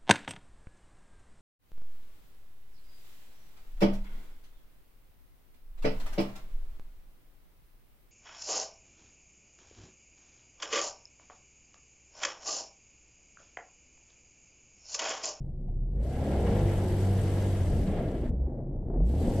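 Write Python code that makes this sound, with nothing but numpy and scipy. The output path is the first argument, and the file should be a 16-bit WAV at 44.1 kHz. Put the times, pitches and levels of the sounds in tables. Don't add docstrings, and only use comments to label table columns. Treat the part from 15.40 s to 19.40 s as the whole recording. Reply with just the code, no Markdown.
import sys
import numpy as np
from scipy import signal
from scipy.fft import rfft, irfft, next_fast_len
from scipy.io import wavfile
from scipy.ndimage import uniform_filter1d

SR = 44100
rng = np.random.default_rng(int(sys.argv[2]) if len(sys.argv) > 2 else 0)


def generate_wav(sig):
    pcm = np.round(np.clip(np.atleast_2d(sig).T, -1, 1) * 32767).astype(np.int16)
    wavfile.write(sys.argv[1], SR, pcm)


N = 176400
T = np.arange(N) / SR
PADDED = next_fast_len(N + SR // 10)
HZ = np.fft.rfftfreq(PADDED, 1 / SR)
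CHURN_DB, ICE_DECAY_S = 1.1, .004

# t/s, firing rate/Hz, level/dB
REVS = [(.17, 27.53, -39.5), (.3, 30.06, -31.5), (.42, 33.08, -29.5), (.52, 42.38, -32),
        (.61, 53.04, -26.5), (.69, 66, -34), (.81, 76.76, -36), (1.02, 92.56, -35.5), (1.16, 97.77, -27.5),
        (1.5, 95.67, -29.5), (1.8, 96.77, -27.5), (2.06, 96.13, -29), (2.25, 92.46, -27),
        (2.46, 81.55, -43), (2.6, 69.35, -41.5), (3.03, 44.18, -33), (3.27, 31.88, -45),
        (3.48, 31.88, -37.5), (3.63, 47.16, -20), (3.7, 62.85, -25.5), (3.78, 77.02, -26),
        (3.9, 90.06, -37.5), (4, 99.63, -27.5)]
# f/Hz,
# boost/dB
FIXED_PEAKS = [(1367, 5.5), (1638, 6), (2023, 0.5), (2950, 4.5), (4608, 7.5), (7177, 5), (7947, 0)]
# f/Hz, level/dB
RUSH_EQ = [(600, -14.5), (900, 6), (1180, -1), (2100, 0.5), (2450, -5), (3100, -6), (4000, -14),
           (12000, -39.5)]
# t/s, rumble level/dB, snow level/dB
ROLLING_LEVELS = [(.45, -40, -57.5), (.8, -38, -53), (1.05, -32, -42), (2.15, -34.5, -41.5),
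                  (2.37, -26.5, -36), (2.6, -32, -41.5), (2.8, -39, -36), (2.92, -27, -41.5),
                  (2.98, -42, -47), (3.08, -37.5, -37.5), (3.25, -37, -44), (3.44, -36, -47.5),
                  (3.53, -42.5, -38), (3.7, -37.5, -41.5), (3.88, -28.5, -34), (4, -44.5, -33)]
# f/Hz, level/dB
SNOW_EQ = [(50, -24), (150, -11.5), (240, 5), (600, -5), (800, -13.5), (1000, -26), (1300, -36),
           (2000, -44), (5000, -89)]


def amp(db):
    return 10 ** (np.asarray(db) / 20)


def unit(x):
    return x / np.sqrt(np.mean(x ** 2) + 1e-20)


def curve(table, column=1):
    rows = np.array(table)
    return np.interp(T, rows[:, 0], rows[:, column])


def spectrum(table, column=1):
    rows = np.array(table)
    return np.interp(np.log(HZ + 1), np.log(rows[:, 0]), rows[:, column])


def colour(x, eq, peaks=(), width_hz=30):
    peaks_db = sum(boost / (1 + (2 * (HZ - hz) / width_hz) ** 2) for hz, boost in peaks)
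    return irfft(rfft(x, PADDED) * amp(spectrum(eq) + peaks_db), PADDED)[..., :N]


def noise(eq, peaks=()):
    return unit(colour(rng.standard_normal((2, N)), eq, peaks))


def drift(rate_hz):
    knots = np.arange(-1, T[-1] * rate_hz + 1)
    positions = knots + rng.random()
    return unit(np.interp(T * rate_hz, positions, rng.standard_normal(N // 20)[:len(knots)]))


def add(mix, start_s, sound):
    part = mix[..., max(round(start_s * SR), 0):][..., :sound.shape[-1]]
    part += sound[..., :part.shape[-1]]


def bursts(events, decay_s):
    out, age = np.zeros(N), T[:SR // 10] / decay_s
    for t, db in events:
        add(out, t - decay_s, amp(db) * age ** 2 * np.exp(-age))
    return out


def sizzle(x, depth_db=1.3):
    frames = signal.stft(x)[2]
    patches = uniform_filter1d(rng.standard_normal(frames.shape[1:]), size=10, axis=0)
    patches = uniform_filter1d(patches, size=10)
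    return signal.istft(frames * amp(depth_db * unit(patches)))[1][:, :N]


def spread(pair):
    # f/Hz, left-right likeness, left minus right/dB
    image = [(101.4, 0.99, 1.05), (274, 0.97, 0.2), (654, 0.98, 2), (1210, 0.66, -3), (2020, 0.5, 0.5),
             (4990, 0.25, 2.5), (8400, .05, 11), (11680, .3, -18)]
    likeness = np.clip(spectrum(image), -1, 1)
    lean = amp(spectrum(image, column=2) / 2)
    mid, side = rfft(pair, PADDED) * np.sqrt([(1 + likeness) / 2, (1 - likeness) / 2])
    return irfft(np.array([(mid + side) * lean, (mid - side) / lean]), PADDED)[:, :N]


def exhaust(firings, fade_db=3.5):
    # multiple of the firing rate, level against the boom/dB
    partials = [(.5, -22), (1, 0), (1.5, -17), (2, -18.5), (3.5, -16.5), (4, -23)]
    boom = np.zeros(N)
    for order, db in partials:
        swing_db = CHURN_DB * drift(15) if order == 1 else fade_db * drift(8)
        boom += amp(db + swing_db) * np.sin(2 * np.pi * (order * firings + rng.random()))
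    return np.sqrt(2) * amp(curve(REVS, column=2)) * boom


def engine_roar(firings, fade_db=3.5, waver_rad=.5, tonal_share=.87):
    # t/s, level/dB
    levels = [(.5, -56.5), (.6, -43), (.72, -39), (.87, -32.5), (1.17, -30.5), (1.3, -34.5), (2.1, -36),
              (2.4, -46), (2.6, -34.5), (2.85, -43.5), (2.97, -58), (3.4, -45.5), (3.65, -52), (3.82, -38),
              (4, -35)]
    # f/Hz, level/dB
    eq = [(40, -15), (130, -3), (200, 4), (270, -5), (370, -1), (520, -2.5), (680, -4.5), (850, -11.5),
          (1250, -36), (4000, -66)]
    comb = np.zeros(N)
    for order in np.arange(5, 48) / 4:
        db = -6 if order % .5 else 0
        gain = amp(db + fade_db * np.minimum(drift(7), 1.5))
        phase = 2 * np.pi * (order * firings + rng.random())
        comb += gain * np.sin(phase + waver_rad * drift(10))
    roar = noise(eq, FIXED_PEAKS)
    growl = unit(colour(comb, eq, FIXED_PEAKS))
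    roar[0] = np.sqrt(1 - tonal_share) * roar[0] + np.sqrt(tonal_share) * growl
    return roar * amp(curve(levels))


def rush_and_hiss(firings, grain_db=.3, throb_depth=.14):
    # t/s, rush level/dB, hiss level/dB
    levels = [(.46, -91, -90), (.59, -70.5, -81.5), (.64, -61.5, -63), (.87, -49, -58.5), (1.17, -47, -56),
              (1.33, -50.5, -55), (2.0, -49, -54), (2.42, -56, -57.5), (2.55, -50.5, -64),
              (2.899, -60.5, -70), (2.908, -78.5, -91), (3.35, -91, -93.5), (3.62, -85, -88),
              (3.67, -67.5, -64.5), (3.82, -57, -57), (4, -54, -55)]
    # f/Hz, level/dB
    hiss_eq = [(1000, -13.5), (3000, 6.5), (7000, 1), (8100, 4), (9600, -2), (11600, -2), (13000, -20),
               (15600, -21.5)]
    grit = rng.standard_normal((2, N)) * amp(grain_db * drift(500) + CHURN_DB * drift(35))
    throbbing = rng.standard_normal((2, N)) * (1 + throb_depth * np.cos(np.pi * firings))
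    rush = unit(colour(sizzle(grit), RUSH_EQ, FIXED_PEAKS))
    hiss = unit(colour(sizzle(throbbing), hiss_eq, FIXED_PEAKS))
    return rush * amp(curve(levels)) + hiss * amp(curve(levels, column=2))


def tyre_judders(waver_depth=.04124):
    # t/s, length/s, f/Hz, level/dB
    groans = [(0.82, 0.35, 67, -29), (0.815, 0.29, 205, -37), (1.02, 0.354, 48, -31),
              (0.984, .32, 495, -37), (1.288, 0.47, 368, -39.5), (2.31, 0.35, 191, -35.5),
              (2.774, 0.21, 240, -37.5), (2.92, .2, 66, -28), (3.79, 0.16, 255, -33)]
    out, waver = np.zeros(N), 1 + waver_depth * drift(26.46)
    for t, length, hz, db in groans:
        swell = np.sin(np.pi * np.clip((T - t) / length, 0, 1))
        out += np.sqrt(2) * amp(db) * swell * np.sin(2 * np.pi * np.cumsum(hz * waver) / SR)
    return out


def rut_rumble():
    # f/Hz, level/dB
    eq = [(10, -21), (28, 1), (50, -3), (80, -2), (175, -9), (260, -19.5), (4000, -128)]
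    return noise(eq) * amp(curve(ROLLING_LEVELS))


def packing_snow(grains_per_s=900, spread_db=1.5):
    sizes = amp(spread_db * np.minimum(rng.exponential(1, (2, N)), 4))
    clicks = sizes * rng.choice([-1, 1], (2, N)) * (rng.random((2, N)) < grains_per_s / SR)
    level_db = curve(ROLLING_LEVELS, column=2) + CHURN_DB * drift(35)
    return unit(colour(clicks, SNOW_EQ)) * amp(level_db)


def snow_crunches(decay_s=.0024):
    # t/s, level/dB
    lumps = [(2.329, -17.5), (2.4, -21), (2.534, -20), (3.499, -19.5), (3.539, -21), (3.56, -20),
             (3.604, -20.5), (3.737, -18.5), (3.814, -18.5), (3.88, -15.5)]
    impulses = np.zeros(N)
    for t, db in lumps:
        add(impulses, t + decay_s, amp([db]))
    impulse_peak = irfft(amp(spectrum(SNOW_EQ)))[0]
    knocks = colour(impulses, SNOW_EQ) / impulse_peak
    fractures = bursts(lumps, decay_s) * noise(SNOW_EQ)
    return knocks / 2 + fractures / 4


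def ice_snaps(ring_hz=734):
    # t/s, level/dB
    snaps = [(.082, -60.5), (.284, -51.5)]
    crack = amp(-24) * noise(RUSH_EQ)
    ring = np.sin(2 * np.pi * ring_hz * T + drift(300))
    return 2 * bursts(snaps, ICE_DECAY_S) * (ring + crack)


def grit_ticks():
    # t/s, level/dB
    hits = [(1.612, -55), (2.472, -51), (2.682, -53.5), (3.533, -75)]
    # f/Hz, level/dB
    eq = [(1500, -14), (4000, 0), (9000, -32)]
    return bursts(hits, ICE_DECAY_S) * noise(eq)


def fan_hum():
    # f/Hz, level/dB
    tones = [(134.6, -44.5), (366, -62)]
    waver = 1 + .00479 * drift(10)
    return sum(amp(db) * np.sqrt(2) * np.sin(2 * np.pi * np.cumsum(hz * waver) / SR) for hz, db in tones)


def scene():
    firing_hz = curve(REVS) * (1 + .00587 * drift(15.6))
    firings = np.cumsum(firing_hz) / SR
    wide = engine_roar(firings) + rush_and_hiss(firings)
    wide += rut_rumble() + packing_snow() + snow_crunches() + ice_snaps() + grit_ticks()
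    return spread(wide) + exhaust(firings) + tyre_judders() + fan_hum()


def record(dry, fade_s=.006, cutoff_hz=15700):
    fade_in = np.sin(np.pi / 2 * np.minimum(T / fade_s, 1)) ** 2
    high_cut = signal.firwin(511, cutoff_hz, window=("kaiser", 9), fs=SR)
    return signal.oaconvolve(dry * fade_in, high_cut[None], "same")


dry = scene()
out = record(dry)
generate_wav(out)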